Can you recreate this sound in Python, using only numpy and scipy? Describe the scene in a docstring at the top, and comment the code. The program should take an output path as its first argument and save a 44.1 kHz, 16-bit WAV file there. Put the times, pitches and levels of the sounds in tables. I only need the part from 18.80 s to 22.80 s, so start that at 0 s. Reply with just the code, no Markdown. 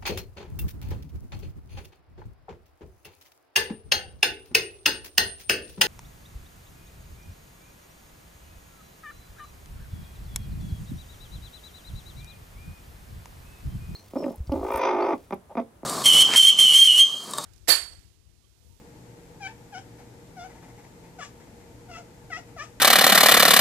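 """A cat close to the microphone chatters at something above it: seven short chirps in a small room.
In each the pitch dips as the jaw opens, a mouth resonance flares, and the voice breaks up into breath
as the jaw shuts. Between chirps come faint voiceless puffs. The cat is louder on the left, with a short
ring from the walls; behind it lie steady room tone and the hum of an appliance."""
import sys
import numpy as np
from scipy import signal
from scipy.fft import rfft, irfft
from scipy.io import wavfile

SR = 44100
rng = np.random.default_rng(int(sys.argv[2]) if len(sys.argv) > 2 else 0)


def persist_wave(psi):
    """Save psi, clipped to +-1, as 16-bit WAV."""
    counts = np.round(np.clip(psi, -1, 1) * 32767).astype(np.int16)
    wavfile.write(sys.argv[1], SR, np.atleast_2d(counts).T)


N = 176400
T = np.arange(N) / SR


def from_db(db):
    """Decibels to gain."""
    return 10 ** (np.asarray(db) / 20)


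def at_hz(points, hz):
    """Read a table on a log-frequency axis."""
    f, value = np.transpose(points)
    return np.interp(np.log(np.maximum(hz, 1)), np.log(f), value)


def rms_one(x):
    """Scale to unit level."""
    return x / np.sqrt(np.mean(x ** 2) + 1e-20)


def coloured(x, gain):
    """Filter by a gain given as a function of frequency."""
    return irfft(rfft(x) * gain(np.arange(N // 2 + 1) * SR / N), N)


def noise(spectrum):
    """Unit noise with the given spectral shape."""
    return rms_one(coloured(rng.standard_normal(N), lambda f: from_db(at_hz(spectrum, f))))


def drift(rate_hz):
    """Slow random movement of spread 1."""
    return rms_one(coloured(rng.standard_normal(N), lambda f: 1 / (1 + (f / rate_hz) ** 2)))


def panned(x, balance):
    """Share a sound between left and right, band by band."""
    return coloured(x, lambda f: from_db(np.outer([1, -1], at_hz(balance, f)) / 2))


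def resonance(hz, centre_hz, width_hz):
    """Gain of a resonance passed twice, 1 on top."""
    return 1 / (1 + ((hz ** 2 - centre_hz ** 2) / (hz * width_hz)) ** 2)


def room_tone():
    """Steady noise around the microphone, narrow in the bass and wide in the treble."""
    # Spectrum of the room noise: f/Hz, relative density/dB
    spectrum = [(20, -29), (36, -9), (60, -6), (125, -3.5), (200, -8), (300, -8), (400, -10.5),
                (700, -16.5), (880, -14), (1080, -23.5), (2100, -24), (3000, -29.5), (6000, -30),
                (7300, -28), (9000, -33.5), (14400, -36.5)]
    # Likeness of the two sides: f/Hz, left-right correlation
    likeness = [(30, 1), (125, 0.92), (250, 0.95), (500, 0.5), (1000, 0.0037), (2000, 0), (4000, 0),
                (12000, 0.033)]
    # Lean of the room noise: f/Hz, left minus right/dB
    balance = [(30, -17), (80, 6.5), (250, 2.2), (1000, 4), (3000, 3.5), (12000, -0.5)]
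    mid = coloured(noise(spectrum), lambda f: np.sqrt((1 + at_hz(likeness, f)) / 2))
    side = coloured(noise(spectrum), lambda f: np.sqrt((1 - at_hz(likeness, f)) / 2))
    return from_db(-50.5) * panned(np.array([mid + side, mid - side]), balance)


def appliance_hum():
    """An appliance in the background, centred: each tone wavers in level and phase."""
    # Tones of the hum: f/Hz, level/dB, width/Hz
    tones = [(60.6, -69, 2), (118.5, -57, 1.84), (168.9, -61, 3), (229.6, -65, 3.6), (300.4, -66, 5.1),
             (473.3, -57.5, 15.5), (844, -71, 11), (903, -70, 6.3)]
    hum = np.zeros(N)
    for hz, db, width_hz in tones:
        waver = 1 + 0.58 * (drift(width_hz) + 1j * drift(width_hz))
        hum += from_db(db) * np.real(waver * np.exp(2j * np.pi * hz * T))
    return hum


def chirp(row, t, jitter, shimmer, flutter, air):
    """One call: harmonics leave by the nose, then the opening mouth; breath peaks as the jaw shuts."""
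    # Voice through the nose, mouth closed: f/Hz, relative level/dB
    closed_mouth = [(550, 6), (800, -1.5), (1500, -10), (2300, -15.5), (3200, -30), (6000, -23),
                    (9000, -54)]
    # Upper resonances of the open mouth: f/Hz, relative level/dB
    upper_resonances = [(600, -27), (2000, -35), (3400, -23), (4200, -26.5), (4900, -3.5), (5600, -2.5),
                        (7000, -15.5), (9000, -50)]
    (_, opening, hold, closing, start_hz, open_hz, held_hz, shut_hz, bend, closed_db, open_db,
     mouth_hz, swell_db, upper_db, breath_db, roughness, throat_hz, throat_db, attack) = row
    release_s, jaw_shut_s, pitch_return_s, upper_linger_s = 0.024, 0.0074, 0.0056, 0.022
    jaw_range_db, flutter_db, nose_loss_db, nose_knee_hz = 16.5, 3, 23.5, 701.3
    hoarse_hz, hoarse_rad = 4700, 0.92
    breath_late_s, breath_rise_s, breath_fall_s = 0.018, 0.071, 0.023

    opened = np.clip(t / opening, 0, 1)
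    held = np.clip((t - opening) / hold, 0, 1)
    after_hold = np.maximum(t - opening - hold, 0)
    shut = 1 - np.exp(-after_hold / pitch_return_s)
    jaw = from_db(jaw_range_db * (opened - 1)) * np.exp(-after_hold / jaw_shut_s)

    pitch = start_hz + (open_hz - start_hz) * opened ** bend
    pitch += (held_hz - open_hz) * held + (shut_hz - held_hz) * shut
    rough = roughness + 0.67 * shut * np.exp(-after_hold / release_s)  # the voice breaks on closing
    phase = 2 * np.pi * np.cumsum(pitch * (1 + 0.0432 * rough * jitter)) / SR
    harmonic = np.arange(1, len(flutter) + 1)[:, None]
    hz = harmonic * pitch

    low_note = np.clip((nose_knee_hz - pitch) / 60, 0, 1)  # low notes lose much of their nasal voice
    nose = from_db(closed_db + at_hz(closed_mouth, hz) - nose_loss_db * low_note)
    mouth = from_db(open_db + swell_db * (held - 1)) * jaw * resonance(hz, mouth_hz, width_hz=865)
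    throat = from_db(throat_db) * resonance(hz, throat_hz, width_hz=415)
    upper = throat + from_db(upper_db + at_hz(upper_resonances, hz))
    upper *= opened ** 2 * np.exp(-after_hold / upper_linger_s)
    levels = np.sqrt(nose ** 2 + mouth ** 2 + upper ** 2)

    unsteady = from_db(flutter_db * flutter * np.minimum(harmonic / 5, 1))
    # High harmonics wander in phase and blur into rasp.
    blur = hoarse_rad * np.minimum(hz / hoarse_hz, 1.2) ** 3 * flutter[::-1]
    voice = np.sum(levels * unsteady * np.sin(harmonic * phase + blur), axis=0)
    onset = np.clip(t / attack, 0, 1)
    release = np.clip((opening + hold + closing - t) / release_s, 0, 1) ** 0.5
    voice *= release * (1 + 0.67 * rough * shimmer)

    past_peak = t - opening - hold - breath_late_s
    breath = np.exp(np.minimum(past_peak / breath_rise_s, -past_peak / breath_fall_s)) * air
    return onset * (voice + from_db(breath_db) * breath)


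def chatter():
    """The cat's seven chirps, each with its own unsteadiness of pitch and level."""
    # Calls: t/s, jaw opening/s, hold/s, closing/s, pitch at start/Hz, when open/Hz, at end of hold/Hz,
    # when shut/Hz, bend of the fall, closed-mouth level/dB, open-mouth level/dB, mouth resonance/Hz,
    # swell over the hold/dB, upper resonances/dB, breath/dB, roughness (0-1), throat resonance/Hz,
    # its level/dB, attack/s
    calls = [ (.601, .029, .042, 0.056, 848, 782, 768, 893, 1.13, -41, -31, 1986, 9, -50.5, -62, 0.17, 3040, -47.5, 0.0074),
             (.920, .033, 0.023, 0.031, 839, 722.6, 748, 792, 1.76, -41, -43.5, 1310, -1.5, -50.5, -56.5, 0.11, 3170, -45.5, 0.01),
             (1.564, 0.036, 0.036, 0.045, 769, 696.4, 710, 750, 1.13, -41.5, -50, 1350, 7, -55.5, -58.5, 0, 3270, -49.5, 0.0095),
             (2.382, .036, 0.014, 0.027, 755.6, 570, 574, 583, 1.8, -41, -34, 1410, 5, -53, -46, .3, 3040, -45.5, 0.0086),
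             (3.080, 0.048, 0.0375, 0.057, 725.6, 681, 653, 697, 1.72, -44, -39.5, 1450, 12, -54, -52, 0.35, 2570, -45.5, 0.022),
             (3.500, 0.033, 0.0344, 0.0414, 801, 632.6, 655, 711, 0.59, -42.5, -35.5, 1760, -3.5, -49.5, -52, 0.22, 2720, -50.5, 0.002),
             (3.762, .035, .031, 0.018, 739, 565, 634, 676, .8, -31, -36, 1450, 0, -50.5, -49, 0.13, 2450, -47.5, 0.015)]
    # Breath in the calls: f/Hz, relative density/dB
    breath_spectrum = [(400, -11), (800, -3.5), (1700, -1), (2900, -2), (4100, -7), (5500, 0), (7500, -4),
                       (9500, -21.5), (14000, -64)]
    jitter, shimmer = drift(rate_hz=180), drift(rate_hz=160)
    air = noise(breath_spectrum)
    flutter = np.array([drift(rate_hz=115) for _ in range(14)])  # one per harmonic
    out = np.zeros(N)
    for row in calls:
        start = int(row[0] * SR)
        part = slice(start, start + SR // 4)
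        out[part] += chirp(row, T[part] - T[start], jitter[part], shimmer[part], flutter[:, part], air[part])
    return out


def puffs(rise_s=0.016):
    """Soft voiceless pushes of air from the cat's twitching jaw."""
    # Pushes of air: t/s, level/dB
    pushes = [(1.18, -53), (1.691, -54), (1.746, -56), (1.82, -53), (1.88, -56.5), (1.974, -54.5),
              (2.035, -56.5), (2.23, -56), (2.594, -55.5), (2.665, -62), (2.797, -58.5), (3.667, -59)]
    # Spectrum of a puff: f/Hz, relative density/dB
    spectrum = [(400, -3), (880, 8), (1150, -7.5), (1500, -5), (2100, 0.5), (3000, -14), (6000, -10.5),
                (14000, -31)]
    envelope = np.zeros(N)
    for start_s, db in pushes:
        age = np.clip((T - start_s) / rise_s, 0, 20)
        envelope += from_db(db) * age * np.exp(1 - age)
    return envelope * noise(spectrum)


def wall_reflections(x, t60_s=0.2, first_s=0.0013, cut_hz=8100):
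    """Dense, quickly dying reflections of a small room, different at each side."""
    t = T[:SR // 2]
    tail = rng.standard_normal((2, len(t))) * from_db(-60 * t / t60_s) * (t > first_s)
    tail /= np.sqrt(np.sum(tail ** 2, axis=1, keepdims=True))
    tail = signal.sosfilt(signal.butter(1, cut_hz, fs=SR, output="sos"), tail)
    return from_db(-7) * signal.fftconvolve(x[None], tail, axes=1)[:, :N]


def scene():
    """The cat close up, louder on the left, with its reflections, the room tone and the hum behind."""
    # Lean of the cat at the microphone: f/Hz, left minus right/dB
    cat_balance = [(400, -1), (700, 3.5), (1250, 6.5), (2200, 7.3), (3200, 3.5), (4200, -1), (7700, 12)]
    right_lead_s = 73e-6
    cat = chatter() + puffs()
    direct = np.array([cat, np.interp(T + right_lead_s, T, cat)])
    return panned(direct + wall_reflections(cat), cat_balance) + room_tone() + appliance_hum()


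def record(dry, cutoff_hz=14600):
    """The top is cut steeply."""
    return coloured(dry, lambda f: np.clip((cutoff_hz - f) / 100 + 1, 0, 1))


dry = scene()
out = record(dry)
persist_wave(out)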